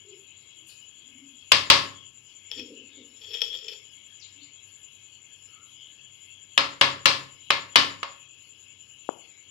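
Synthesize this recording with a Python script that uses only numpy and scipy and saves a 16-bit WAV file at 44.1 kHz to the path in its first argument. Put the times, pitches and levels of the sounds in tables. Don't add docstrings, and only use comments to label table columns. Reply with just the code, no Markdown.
import sys
import numpy as np
from scipy import signal
from scipy.fft import rfft, irfft
from scipy.io import wavfile

SR = 44100
rng = np.random.default_rng(int(sys.argv[2]) if len(sys.argv) > 2 else 0)


def store_pcm(level_fs):
    pcm = np.round(np.clip(level_fs, -1, 1) * 32767).astype(np.int16)
    wavfile.write(sys.argv[1], SR, np.atleast_2d(pcm).T)


N = 418950
TIME_S = np.arange(N) / SR

# f/Hz, relative density/dB
ROOM = [(25, -28), (55, -6), (100, -5), (140, -5.5), (200, -8.5), (280, -6.5), (450, -10), (650, -19),
        (1100, -14), (2000, -24), (3200, -20), (5500, -35.5), (9000, -39), (14000, -38)]
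# f/Hz, width/Hz, rms level/dB
DRONE = [(96, 3, -72.5), (131, 3, -77)]
# f/Hz, width/Hz, rms level before waver/dB
HISS = [(1684, 79, -76), (2206, 79, -65.5), (2542, 51, -65), (2733, 120, -59.5), (2970, 83, -57.5),
        (3298, 71, -57.5), (3890, 110, -70), (4397, 160, -73), (5050, 99, -74), (5296, 140, -75.5),
        (6074, 70, -73.5), (10976, 230, -72)]
# f/Hz, width/Hz, rms level before throb/dB
WHINE = [(6810, 18, -61), (6955, 39, -59), (7120, 13, -56.5), (7220, 16, -64.5), (7085, 175, -56)]
THROB_HZ = 10.095

# t/s, standard deviation/s, f/Hz, level at the swell's top/dB
RUBS = [(0.142, 0.055, 396, -51), (0.61, 0.033, 335, -61.5), (1.228, 0.081, 265, -50.5),
        (2.986, 0.053, 3500, -51.5), (4.42, 0.062, 292, -63.5), (5.597, 0.062, 1320, -61),
        (5.84, 0.055, 3100, -45.5)]
RUB_WIDTH_RATIO = 0.054

# f/Hz, relative density/dB
SALT = [(2500, -17), (4500, 5), (6500, -15), (9000, -2), (12500, -10), (15000, -18)]
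POUR_S, POUR_DB, POUR_RISE_S, POUR_RUN_S, POUR_RELEASE_S = 0.674, -50, 0.047, 0.021, 0.37
SALT_FALL_S = 0.023
LANDING_BELOW_HZ = 5800

# t/s, ring level/dB, crack level/dB, bass tint/dB, treble tint/dB
KNOCKS = [(1.5184, -12.5, -1.5, -5.5, 1.5), (1.7006, -10, -1, -3, 2.5), (6.5771, -17, -6, -1.5, -2),
          (6.8119, -14.5, -6, -1.5, -1.5), (7.0566, -14, -6, -3, 2.5), (7.5043, -18, -6.5, -3, -4),
          (7.7573, -12, -2.5, -3, 0.5), (8.03, -35, -21, 3.5, -4)]
# f/Hz, relative level/dB, t60/s
POT_MODES = [(100, -27, .65), (133, -25, .65), (167, -29, .63), (280, -22, .55), (541, -24, .4),
             (561, -18, .4), (587, -25, .4), (930, -18, .42), (1046, -18, .42), (1069, -17, .42),
             (1094, -15, .44), (1133, -15, .44), (1308, -17, .39), (1365, -17, .38), (1701, -17, .36),
             (1714, -14, .38), (1752, -17, .36), (2119, -14, .34), (2156, -16, .34), (2320, -16, .34),
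             (2634, -15, .33), (2750, -14, .33), (2989, -13, .33), (3351, -12, .32), (3775, -14, .31),
             (4233, -11, .31), (4566, -16, .31), (4587, -15, .31), (4894, -13, .3), (5089, -16, .3)]
# f/Hz, relative density/dB
WASH = [(29, -51), (50, -20.5), (133, -19.5), (200, -18), (279, -13.5), (460, -11.5), (557, -10),
        (759, -11), (1090, 0.5), (1520, -9.5), (1710, -6.5), (3420, -1.5), (5000, -7), (13600, -47),
        (15000, -63.5)]
# f/Hz, t60/s
WASH_T60 = [(100, 0.85), (300, 0.54), (700, 0.35), (1500, 0.39), (3500, .32), (7000, 0.32), (13000, 0.48)]
# f/Hz, relative density/dB
CRACK = [(60, -26.5), (300, -9.5), (600, -9.5), (1200, 6.5), (1800, 1), (3000, 10), (4500, -1),
         (6000, -6.5), (9000, -14.5), (14000, -27)]
# f/Hz, level/dB
RIGHT_SHADE = [(100, -0.5), (1200, -1), (2500, -6), (3500, -7.5), (5000, -12), (7000, -16.5),
               (12000, -12.5)]
KITCHEN_SHARE = 0.74
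MODES_DB, MODE_SPREAD_DB = 1, 3

# t/s, relative peak level/dB
CLINKS = [(2.5145, -18.5), (3.213, -37), (3.407, -23.5), (3.4177, -7.5), (3.5303, -31)]
# f/Hz, -3 dB width of one pass/Hz, relative level/dB
SPOON_MODES = [(488, 66, -6), (886, 58, -16.5), (1330, 76, -16.5), (1870, 220, -13), (2570, 320, -3.5),
               (3244, 360, 7), (3323, 75, 6), (4550, 590, -7), (5380, 250, 4.5), (9470, 210, -22.5),
               (12130, 520, -20.5)]
# t of greatest pressure/s, 60 dB rise/s, level/dB
STROKES = [(2.528, 0.1, -43), (2.582, 0.16, -34.5), (3.35, .5, -33.5), (3.45, .2, -40),
           (3.562, 0.54, -35.5), (3.682, 0.21, -35), (3.724, 0.65, -36.5)]
STROKE_RELEASE_S = 0.24
HOLLOW_DB = -12
# (f/Hz, width/Hz, relative level/dB)
CONTAINER_AIR, CONTAINER_WALL = (444, 50, -6.5), (271, 23.7, -0.56)

# t/s, 60 dB fall/s, relative level/dB
JOSTLES = [(2.595, .55, -43), (2.71, 0.6, -45.5), (2.984, 0.6, -51)]
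JOSTLE_RISE_S = 0.1

# t/s, f/Hz, glide/(octaves/s), level at the swell's top/dB
SWISHES = [(4.231, 3960, -19, -46), (4.411, 3810, 9, -52.5)]
SWISH_SPREAD_S = 0.021

BUMP_S, BUMP_DB = 9.0905, -7.5
CUTOFF_HZ = 14600


def from_db(db):
    return 10 ** (np.asarray(db) / 20)


def rms_one(x):
    return x / np.sqrt(np.mean(x ** 2) + 1e-20)


def at_hz(points, hz):
    f, value = np.transpose(points)
    return np.interp(np.log(np.maximum(hz, 1)), np.log(f), value)


def bins(size):
    return np.arange(size // 2 + 1) * SR / size


def tint(x, spectrum):
    size = x.shape[-1]
    return irfft(rfft(x) * from_db(at_hz(spectrum, bins(size))), size)


def noise(spectrum, size):
    return rms_one(tint(rng.standard_normal(size), spectrum))


def noise_bands(bands, size=N):
    power = 0
    for hz, width_hz, db in bands:
        bell = np.exp(-.5 * ((bins(size) - hz) / width_hz) ** 2)
        power = power + from_db(db) ** 2 * bell / (width_hz * np.sqrt(2 * np.pi))
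    return irfft(rfft(rng.standard_normal(size)) * np.sqrt(power * SR / 2), size)


def drift(rate_hz):
    lowpass = np.exp(-(bins(N) / rate_hz) ** 2)
    return rms_one(irfft(rfft(rng.standard_normal(N)) * lowpass, N))


def resonate(x, modes):
    out = 0
    for hz, width_hz, db in modes:
        r = np.exp(-np.pi * width_hz / SR)
        top = (1 - r * r) / 2
        section = [top, 0, -top, 1, -2 * r * np.cos(2 * np.pi * hz / SR), r * r]
        out = out + from_db(db) * signal.sosfilt([section, section], x + 1e-18)
    return out


def fade(t, t60_s):
    return np.exp(-np.log(1000) * t / t60_s)


def swell(s, rise_s, release_s, hold_s=0):
    rise = fade(np.maximum(s - TIME_S, 0), rise_s)
    return rise * fade(np.maximum(TIME_S - s - hold_s, 0), release_s)


def leftish(x, right_db):
    return np.array([x, x * from_db(right_db)])


def add(out, s, sound):
    start = round(s * SR)
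    out[..., start:start + sound.shape[-1]] += sound[..., :N - start]


def kitchen(x, wet_db, t60_s, size=16384):
    t = TIME_S[:size]
    tails = [rng.standard_normal(size) * fade(t, t60_s) * (t > .004) for side in range(2)]
    echoes = [signal.fftconvolve(side, tail / np.linalg.norm(tail))[:N] for side, tail in zip(x, tails)]
    return x + from_db(wet_db) * np.array(echoes)


def background(room_db, throb_db, throb_lead_rad, waver_db):
    separate = np.array([noise(ROOM, N), noise(ROOM, N)])
    room = from_db(room_db) * (noise(ROOM, N) + 0.83 * separate) + noise_bands(DRONE)
    hiss = sum(noise_bands([band]) * from_db(waver_db * drift(8.1)) for band in HISS)
    throb = from_db(throb_db * np.cos(2 * np.pi * THROB_HZ * TIME_S + throb_lead_rad))
    whine = noise_bands(WHINE) * throb
    return room + leftish(hiss, right_db=-31.5) + leftish(whine, right_db=-18.5)


def rubbing():
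    out, size = np.zeros((2, N)), 32768
    for s, spread_s, hz, db in RUBS:
        start_s = max(s - size / SR / 2, 0)
        bell = np.exp(-.5 * ((TIME_S[:size] + start_s - s) / spread_s) ** 2)
        rub = noise_bands([(hz, RUB_WIDTH_RATIO * hz, db)], size) * bell
        add(out, start_s, leftish(rub, right_db=at_hz(RIGHT_SHADE, hz) - 4.5))
    return out


def salt():
    grains = noise(SALT, N)
    landing = irfft(rfft(grains) * (bins(N) < LANDING_BELOW_HZ), N)
    sliding = grains - landing
    flow_off = swell(POUR_S, POUR_RISE_S, POUR_RELEASE_S, POUR_RUN_S)
    flow_down = swell(POUR_S + SALT_FALL_S, POUR_RISE_S, POUR_RELEASE_S, POUR_RUN_S)
    return leftish(from_db(POUR_DB) * (sliding * flow_off + landing * flow_down), right_db=-16)


def pot_noise(spectrum, size, likeness):
    left, other = noise(spectrum, size), noise(spectrum, size)
    right = likeness * left + np.sqrt(1 - likeness ** 2) * other
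    return np.array([left, tint(right, RIGHT_SHADE)])


def wash(t, steady):
    spectrum, out = rfft(steady), 0
    for k, (hz, t60_s) in enumerate(WASH_T60):
        share = at_hz([(row[0], j == k) for j, row in enumerate(WASH_T60)], bins(len(t)))
        out = out + irfft(spectrum * share, len(t)) * fade(t, t60_s)
    return out


def pot_ring(t, colour, spread_db):
    out = 0
    for hz, db, t60_s in POT_MODES:
        strength = from_db(db + at_hz(colour, hz) + spread_db * rng.standard_normal())
        sides = from_db([[0], [at_hz(RIGHT_SHADE, hz)]])
        turns = rng.random() + min(hz / 1200, 1) * rng.random((2, 1))
        out = out + strength * sides * np.sin(2 * np.pi * (hz * t + turns)) * fade(t, t60_s)
    return out


def knocks(crack_s, wash_db, heavy_db, size=32768):
    out, t = np.zeros((2, N)), TIME_S[:size]
    attack = 1 - np.exp(-t / 0.0001)
    burst = 1 / (1 + (t / crack_s) ** 8)
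    same = pot_noise(WASH, size, likeness=0.11)
    for s, ring_db, crack_db, bass_db, treble_db in KNOCKS:
        thud_db = min(ring_db - heavy_db, 0)
        colour = [(200, bass_db + thud_db), (550, bass_db), (1200, bass_db), (2500, 0.0037), (5000, treble_db)]
        fresh = pot_noise(WASH, size, likeness=0.12)
        echoes = np.sqrt(KITCHEN_SHARE) * same + np.sqrt(1 - KITCHEN_SHARE) * fresh
        ring = from_db(wash_db) * wash(t, tint(echoes, colour))
        ring = ring + from_db(MODES_DB) * pot_ring(t, colour, MODE_SPREAD_DB)
        crack = tint(pot_noise(CRACK, size, likeness=0.22), colour) * burst
        add(out, s, attack * (from_db(ring_db) * ring + from_db(crack_db) * crack))
    return out


def scooping(slips_per_s, spread_db, clink_db, judder_db, right_db):
    slips = (rng.random(N) < slips_per_s / SR) * rng.choice([-1, 1], N)
    slips = slips * from_db(spread_db * rng.standard_normal(N))
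    grip_db = judder_db * drift(47)
    strokes = [from_db(db) * swell(s, rise_s, STROKE_RELEASE_S) for s, rise_s, db in STROKES]
    pressure = np.sqrt(sum(stroke ** 2 for stroke in strokes))
    scrape = 0
    for mode in SPOON_MODES:
        turn_db = MODE_SPREAD_DB * drift(25)
        scrape = scrape + resonate(slips * from_db(grip_db + turn_db), [mode])
    scrape = (rms_one(scrape) + from_db(HOLLOW_DB) * noise_bands([CONTAINER_AIR])) * pressure
    clink = resonate(signal.unit_impulse(4096), SPOON_MODES)
    for s, db in CLINKS:
        add(scrape, s, from_db(db + clink_db) * clink / np.abs(clink).max())
    right = from_db(right_db) * tint(scrape, RIGHT_SHADE)
    return kitchen(np.array([scrape, right]), wet_db=-3.5, t60_s=0.35)


def jostling(right_db):
    motion = sum(from_db(db) * swell(s, JOSTLE_RISE_S, release_s) for s, release_s, db in JOSTLES)
    return leftish(noise_bands([CONTAINER_AIR, CONTAINER_WALL]) * motion, right_db)


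def swish(width_hz):
    out, t = np.zeros(N), np.arange(-.06, .06, 1 / SR)
    for s, hz, glide, db in SWISHES:
        turns = np.cumsum(hz * 2 ** (glide * t)) / SR
        band = np.sqrt(2) * drift(width_hz)[:len(t)] * np.sin(2 * np.pi * turns)
        add(out, s + t[0], from_db(db) * band * np.exp(-.5 * (t / SWISH_SPREAD_S) ** 2))
    return kitchen(leftish(out, right_db=-22), wet_db=1.5, t60_s=0.41)


def bump(low_hz, high_hz):
    band = signal.butter(2, [low_hz, high_hz], "band", fs=SR, output="sos")
    pulse = signal.sosfilt(band, signal.unit_impulse(4096))
    pulse = signal.sosfilt(signal.butter(4, 1400, fs=SR, output="sos"), pulse)
    out = np.zeros(N)
    add(out, BUMP_S, -from_db(BUMP_DB) * pulse / np.abs(pulse).max())
    return kitchen(leftish(out, right_db=-48), wet_db=-15.0, t60_s=0.45)


def scene():
    pot = knocks(crack_s=0.0051, wash_db=2.5, heavy_db=-13)
    spoon = scooping(slips_per_s=1500, spread_db=4, clink_db=3.0, judder_db=3.5, right_db=-4.0)
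    handling = jostling(right_db=-3) + rubbing() + swish(width_hz=620) + bump(low_hz=292, high_hz=986)
    bed = background(room_db=-71.0, throb_db=4.5, throb_lead_rad=0.34, waver_db=3.5)
    return pot + spoon + salt() + handling + bed


def record(dry):
    clipped = dry / (1 + dry ** 6) ** (1 / 6)
    lean = signal.sosfilt(signal.butter(2, 45, "high", fs=SR, output="sos"), clipped)
    return signal.sosfilt(signal.ellip(10, .1, 80, CUTOFF_HZ, fs=SR, output="sos"), lean)


dry = scene()
out = record(dry)
store_pcm(out)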